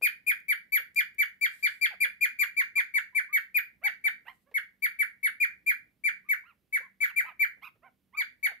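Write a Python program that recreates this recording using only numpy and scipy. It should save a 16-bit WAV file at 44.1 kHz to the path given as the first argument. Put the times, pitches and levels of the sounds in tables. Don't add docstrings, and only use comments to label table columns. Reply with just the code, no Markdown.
import sys
import numpy as np
from scipy import signal
from scipy.fft import rfft, irfft, next_fast_len
from scipy.io import wavfile
from scipy.ndimage import map_coordinates

SR = 44100
rng = np.random.default_rng(int(sys.argv[2]) if len(sys.argv) > 2 else 0)


def wrap_up_sound(samples):
    columns = np.atleast_2d(samples).T
    tamed = np.clip(columns, -1, 1)
    steps = np.round(tamed * 32767).astype(np.int16)
    wavfile.write(sys.argv[1], SR, steps)


N = 379260

DIVE = 0.485


def amp(db):
    return 10 ** (np.asarray(db) / 20)


def unit(x):
    return x / np.sqrt(np.mean(x ** 2) + 1e-20)


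def along(points, hz):
    f, v = np.transpose(points)
    return np.interp(np.log(hz + 1), np.log(f + 1), v)


def at(curve, s):
    times, *columns = np.transpose(curve)
    return [np.interp(s, times, c) for c in columns]


def wobble(rate, size):
    return map_coordinates(rng.standard_normal(512), [np.arange(size) * rate / SR], mode="wrap")


def filtered(x, response):
    m = next_fast_len(N + SR // 2)
    spectrum = rfft(x, m) * response(np.fft.rfftfreq(m, 1 / SR))
    return irfft(spectrum, m)[..., :N]


def add(track, s, sound):
    start = max(0, round(s * SR))
    part = sound[..., :N - start]
    track[..., start:start + part.shape[-1]] += part


def colored_noise(points, draw, size):
    spectrum = rfft(rng.standard_normal(draw)) * amp(along(points, np.fft.rfftfreq(draw, 1 / SR)))
    return unit(irfft(spectrum)[:size])


def background(rumble_db=-77.0):
    # frequency in Hz, relative level in dB per Hz.
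    rumble_color = [(15, -31.5), (25, -6), (75, -8), (193, -3.5), (313, -9), (631, -19), (782, -21.5),
                    (895, -24), (1490, -25), (2550, -23.5), (5730, -32), (7700, -34), (13500, -25.5),
                    (15500, -31.5)]
    # frequency in Hz, level in dB, both before they waver and are panned.
    hum_tones = [(191, -81.5), (250, -86.5), (112, -90.5), (59.6, -87), (79.4, -91.5)]
    noise = rng.standard_normal(N) + .75 * rng.standard_normal((2, N))
    steady = unit(filtered(noise, lambda hz: amp(along(rumble_color, hz))))
    low = filtered(steady, lambda hz: 1 / (1 + (hz / 400) ** 2))
    swell_db = 1.5 * wobble(3, N) + 1.5 * wobble(14, N)
    rumble = amp(rumble_db) * (steady - low + low * amp(swell_db))
    hum = np.zeros(N)
    for hz, db in hum_tones:
        level = amp(db + 3.7 * wobble(6.6, N))
        hum += level * np.sin(2 * np.pi * np.cumsum(hz + 2 * wobble(30, N)) / SR)
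    return (rumble + hum) * amp([[-2], [2]])


def rustles():
    # start in seconds, length in seconds, level in dB at the middle before it flutters.
    rustle_list = [(1.402, 0.47, -62.5), (4.187, 0.31, -78.5)]
    swell = np.zeros(N)
    for s, length, db in rustle_list:
        add(swell, s, amp(db) * np.hanning(int(length * SR)))
    airy = [(1000, -16), (4000, -7.0), (6000, -13.0), (8000, -5), (10500, -6.5), (13500, -3.5), (15000, -22.5)]
    hiss = unit(filtered(rng.standard_normal((2, N)), lambda hz: amp(along(airy, hz))))
    return hiss * swell * amp(2 * wobble(40, N))


def bumps(t60=0.11):
    # start in seconds, level in dB before the noise is dulled and panned.
    bump_list = [(.012, -39), (.035, -44.5), (.795, -46.5), (4.512, -47), (6.802, -48), (7.572, -60),
                 (7.755, -59)]
    out, t = np.zeros(N), np.arange(SR // 8) / SR
    for s, db in bump_list:
        onset = np.minimum(t / 0.0025, 1)
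        add(out, s, amp(db - 60 * t / t60) * onset * rng.standard_normal(len(t)))
    dull = [(150, -13), (330, -6.5), (520, 10), (750, -3), (2000, -8.0), (8000, -35)]
    return filtered(out, lambda hz: amp(along(dull, hz))) * amp([[-2], [2]])


def room(x, early_db, late_db, walls=None, early_t60=0.067, gap=0.0076):
    # frequency in Hz, time to fall by 60 dB in seconds.
    ring_time = [(300, 0.19), (1500, 0.24), (2000, 0.26), (2350, 0.24), (3200, 0.22), (4700, 0.24),
                 (9000, .21), (14000, 0.18)]
    paths = rng.standard_normal((2, SR // 2))
    if walls is not None:
        paths = paths + walls
    hz, t, z = signal.stft(paths, SR, nperseg=256)
    fade = amp(-60 * t / along(ring_time, hz)[:, None])
    late = signal.istft(z * fade, SR, nperseg=256)[1]
    t = np.arange(late.shape[1]) / SR
    early = rng.standard_normal(late.shape) * amp(-60 * t / early_t60)
    answer = (amp(early_db) * unit(early) + amp(late_db) * unit(late)) / np.sqrt(len(t))
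    answer = answer * np.clip(t / gap - 1, 0, 1)
    return signal.fftconvolve(x[None], answer, axes=1)


def ticks(t60=0.027):
    # start in seconds, level in dB, from which each click is turned down by the same 13 dB.
    tick_list = [(0.401, -48.5), (0.484, -41.5), (0.946, -38.5), (0.96, -34), (1.002, -35), (1.146, -52),
                 (1.411, -37.5)]
    out, t = np.zeros((2, N)), np.arange(SR // 40) / SR
    for s, db in tick_list:
        bright = np.diff(rng.standard_normal(len(t) + 1))
        click = amp(db - 13.0 - 60 * t / t60) * bright
        add(out, s, click * amp([[0], [-4]]))
        add(out, s, room(click, early_db=-27.0, late_db=-17))
    return out


def mutterer(jitter=.09, flutter_db=3, rasp_hz=650, hiss_db=-2):
    # start in seconds, length in seconds, top pitch in Hz before it jitters,
    # place of the crest (0-1), level in dB before beak, flutter and panning, hoarseness (0-1).
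    mutter_list = [(1.902, 0.056, 870, 0.03, -53.5, 0.26), (2.034, 0.058, 535, 0.58, -61, 0.08),
                   (2.221, 0.055, 480, 0.75, -66, .35), (2.407, 0.062, 1200, .42, -53, 0),
                   (2.595, 0.049, 1108, 0.47, -58, .1), (2.76, 0.053, 1127, 0.26, -52.5, 0.25),
                   (2.938, 0.064, 1009, 0.47, -60, 0.08), (3.125, 0.045, 1010, 0.44, -64, 0.08),
                   (3.281, 0.078, 1218, 0.5, -61, 0), (3.812, 0.099, 840, 0.53, -51.5, 0.21),
                   (4.037, 0.066, 865, 0.79, -55, 0.2), (4.251, 0.074, 1057, .75, -54.5, 0.35),
                   (4.305, 0.043, 815, 0.1, -68, 0.18), (4.457, 0.054, 573, .6, -70, .15),
                   (6.24, 0.081, 1213, 0.39, -70, 0.11), (6.429, 0.11, 1413, .5, -64, 0.22),
                   (6.8, .09, 1102, .55, -64, 0.1), (7.016, 0.11, 1817, .45, -52, 0.58),
                   (7.225, .11, 1032, .5, -55, 0.28), (7.252, 0.063, 1308, 0.42, -55.5, 0.14),
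                   (7.614, 0.084, 1284, .55, -53, 0.49), (7.819, 0.081, 774, 0.56, -60, 0.17),
                   (7.826, 0.066, 1060, 0.4, -63.5, 0), (8.125, .11, 1264, 0.42, -54.5, 0.15),
                   (8.44, .11, 834, 0.46, -59, 0.23)]
    # frequency in Hz, relative level in dB per Hz.
    hiss_color = [(9000, -24), (11500, -8), (12800, 0.5), (14200, -6.5), (15200, -30)]
    beak = [(500, -5.5), (2500, 6.5), (3400, -9), (4800, -19.0), (6500, -32.0)]
    arch_s = .075
    mellow_fall_db, hoarse_opens = 14.5, 5.1
    out = np.zeros((2, N))
    k = np.arange(1, 6)[:, None]
    for s, length, top_hz, crest, db, hoarse in mutter_list:
        u = np.linspace(0, 1, int(length * SR))
        bell = np.exp(-((u - crest) * length / arch_s) ** 2)
        hz = top_hz * bell * (1 + jitter * hoarse ** 2 * wobble(300, len(u)))
        fall_db = mellow_fall_db * np.exp(-hoarse_opens * hoarse)
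        harmonic_db = along(beak, k * hz) - fall_db * (k - 1)
        rasp = np.array([wobble(rasp_hz, len(u)) + 1j * wobble(rasp_hz, len(u)) for _ in k])
        roughness = 1 - hoarse ** 2 + 1.3 * hoarse * rasp
        partials = np.real(roughness * np.exp(2j * np.pi * k * np.cumsum(hz) / SR))
        voice = (amp(harmonic_db) * partials).sum(axis=0)
        voice = voice + amp(hiss_db) * hoarse ** 2 * colored_noise(hiss_color, SR // 4, len(u))
        swell = np.abs(np.sin(np.pi * u)) ** 1.1
        voice = voice * swell * amp(db + flutter_db * wobble(148.4, len(u)))
        add(out, s, voice * amp([[0], [7]]))
        add(out, s, room(voice, early_db=1.5, late_db=-7.5))
    return out


def arch(u):
    crest, scoop_depth, dive_curve = .27, .065, 1.85
    scoop = np.clip(1 - u / crest, 0, 1)
    dive = np.clip((u - crest) / (1 - crest), 0, 1)
    return 1 - scoop_depth * scoop ** 2 - DIVE * dive ** dive_curve


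def chirp(length, top_hz, db, middle_db, upper_db, turn_db,
          jitter=0.0081, flutter_db=3, scatter_db=3.0, rasp_db=-36, second_db=-1):
    # frequency in Hz, gain in dB.
    throat = [(1100, -27), (1400, -9), (1650, -0.5), (2400, 1.5), (3300, 11.5), (4000, -10), (4750, -3),
              (5400, -15.5), (6300, -13), (7150, -7), (8200, -35.5), (9100, -4.5), (10600, 0), (13700, 1),
              (14500, -3.5), (15300, -44)]
    # frequency in Hz, relative level in dB per Hz.
    rasp_color = [(1200, -18), (2800, -4), (3500, -2), (4700, 1), (5400, -11.5), (7100, -3), (8200, -18),
                  (9500, -5), (14000, -15), (15300, -26)]
    # frequency in Hz, factor.
    beam = [(2600, -0.011), (3300, -1.4), (4000, -0.015), (4700, -0.47),
            (7000, 0.28), (9500, -1.1), (11500, -1.9), (13700, -0.51)]
    crown = 0.98
    attack_s, attack_curve, release_s = 0.02, 0.77, .003
    slack_from, slack_db = 0.13, -6.5
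    upper_slack_db, third_slack_db = -40.5, -21
    usual_hz, top_fall_db = 2400, -1.5
    middle_push_db, upper_push_db = 0.5, 2.5

    u = np.linspace(0, 1, int(length * SR))
    pitch = arch(u)
    slack = np.clip((1 - pitch - slack_from) / (DIVE - slack_from), 0, 1)
    attack = np.minimum(u * length / attack_s, 1) ** attack_curve
    swell = attack * np.minimum((1 - u) * length / release_s, 1)
    push = (top_hz - usual_hz) / 100
    k = np.arange(1, 9)[:, None]
    middle_db = middle_db + middle_push_db * push + third_slack_db * slack * (k == 3) + second_db * (k == 2)
    upper_db = upper_db + upper_push_db * push + upper_slack_db * slack + top_fall_db * np.maximum(k - 6, 0)
    source_db = np.where(k == 1, 0, np.where(k < 4, middle_db, upper_db))
    hz = top_hz * crown * pitch * (1 + jitter * (.5 + 1.8 * u ** 2) * wobble(900, len(u)))
    source_db = source_db + turn_db * along(beam, k * hz)
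    tremble = np.array([flutter_db * wobble(400, len(u)) + scatter_db * rng.standard_normal() for _ in k])
    waver = .3 * np.array([wobble(600, len(u)) for _ in k])
    phase = k * 2 * np.pi * np.cumsum(hz) / SR + (k > 1) * waver
    harmonic_db = source_db + (k > 1) * tremble + along(throat, k * hz)
    tone = (amp(harmonic_db) * np.sin(phase)).sum(axis=0)
    rasp = colored_noise(rasp_color, SR // 10, len(u))
    return amp(db + slack_db * slack) * swell * (tone + amp(rasp_db) * rasp)


def cockatiel():
    # start in seconds, length in seconds, top pitch in Hz (the crest stays just under it).
    chirp_list = [(0.02, .061, 2531), (0.265, .061, 2501), (0.482, .056, 2386), (.72, .067, 2391),
                  (.958, .061, 2443), (1.182, .058, 2387), (1.411, .062, 2417), (1.626, .056, 2428),
                  (1.811, .061, 2430), (2.002, .058, 2449), (2.208, .058, 2482), (2.387, .059, 2444),
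                  (2.565, .061, 2404), (2.754, .061, 2436), (2.938, .058, 2348), (3.148, .058, 2403),
                  (3.327, 0.059, 2331), (3.543, .053, 2510), (3.836, .052, 2362), (4.039, .053, 2379),
                  (4.541, .05, 2290), (4.821, .051, 2386), (4.988, 0.05, 2370), (5.229, 0.055, 2325),
                  (5.4, .058, 2482), (5.662, .064, 2439), (6.037, .064, 2408), (6.287, .059, 2344),
                  (6.725, .058, 2349), (7.004, .061, 2373), (7.16, .056, 2432), (7.393, .064, 2398),
                  (8.17, .061, 2398), (8.428, .051, 2362)]
    # time in seconds, 2nd and 3rd harmonics in dB, upper harmonics in dB.
    overtone_levels = [(.48, -21.5, -16), (.72, -18.5, -15), (1.2, -17, -18), (2.2, -16, -14),
                       (3.5, -21.5, -14.5), (4.04, -21, -16.5), (4.6, -20.5, -13.5), (5.7, -22, -11),
                       (6.04, -22.5, -13), (7.4, -23, -8), (8.2, -16, -11.5)]
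    # time in seconds, size of the shift in dB before each overtone's own factor.
    head_turn = [(0, -2), (2.2, 2.5), (2.701, 5.5), (4.3, 2.5), (5.7, 6.5), (6.0, 5.5), (7.499, 11),
                 (8.5, 7)]
    # delay in seconds (it varies a little), left level in dB, right level in dB.
    echo_list = [(.0092, -16.5, -14.5), (0.0176, -18, -18.5)]
    # frequency in Hz, lead of the left in radians.
    left_lead = [(1000, 0), (1400, 1.8), (1800, 3.4), (2100, 4.5), (2450, 5.6), (3800, 8.6), (4900, 8.3),
                 (6000, 9.5), (9000, 12.7), (12400, 13.1), (14300, 15.3)]
    # frequency in Hz, left over right in dB.
    left_over_right = [(1200, 6.5), (1700, -2.5), (2150, 5), (2450, 5.5), (4700, 6.5), (7100, -0.5),
                       (9500, 12.5), (11500, 16), (14000, 2.5)]
    # frequency in Hz, gain in dB.
    spill = [(1500, 3.5), (2050, -1), (2400, 4.5), (3300, -1.5), (4000, 1.5), (4700, 5.5), (5500, 1),
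             (7000, 0.5), (9500, -4), (14000, -2.5)]
    chirp_db, wait_db_per_s = -17.5, -7

    direct, echoes = np.zeros(N), np.zeros((2, N))
    walls = rng.standard_normal((2, SR // 2))
    waits = np.diff([s for s, *_ in chirp_list])
    for (s, length, top_hz), wait in zip(chirp_list, np.r_[waits[0], waits]):
        level_db = chirp_db + wait_db_per_s * wait
        sound = chirp(length, top_hz, level_db, *at(overtone_levels, s), *at(head_turn, s))
        add(direct, s, sound)
        add(echoes, s, room(sound, early_db=-6.0, late_db=-9.5, walls=walls))
        for delay, *port_db in echo_list:
            for port, db in zip(echoes, port_db):
                add(port, s + delay + rng.normal(0, .0004), amp(db) * sound)
    right = filtered(direct, lambda hz: amp(-along(left_over_right, hz)) * np.exp(-1j * along(left_lead, hz)))
    spilled = filtered(echoes, lambda hz: amp(along(spill, hz)))
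    return np.array([direct, right]) + amp([[-1], [1.5]]) * spilled


def scene():
    return background() + rustles() + bumps() + ticks() + mutterer() + cockatiel()


def record(dry):
    top_hz = 15700
    return filtered(dry, lambda hz: (hz < top_hz) * amp(along([(20, -16.5), (45, 0)], hz)))


dry = scene()
out = record(dry)
wrap_up_sound(out)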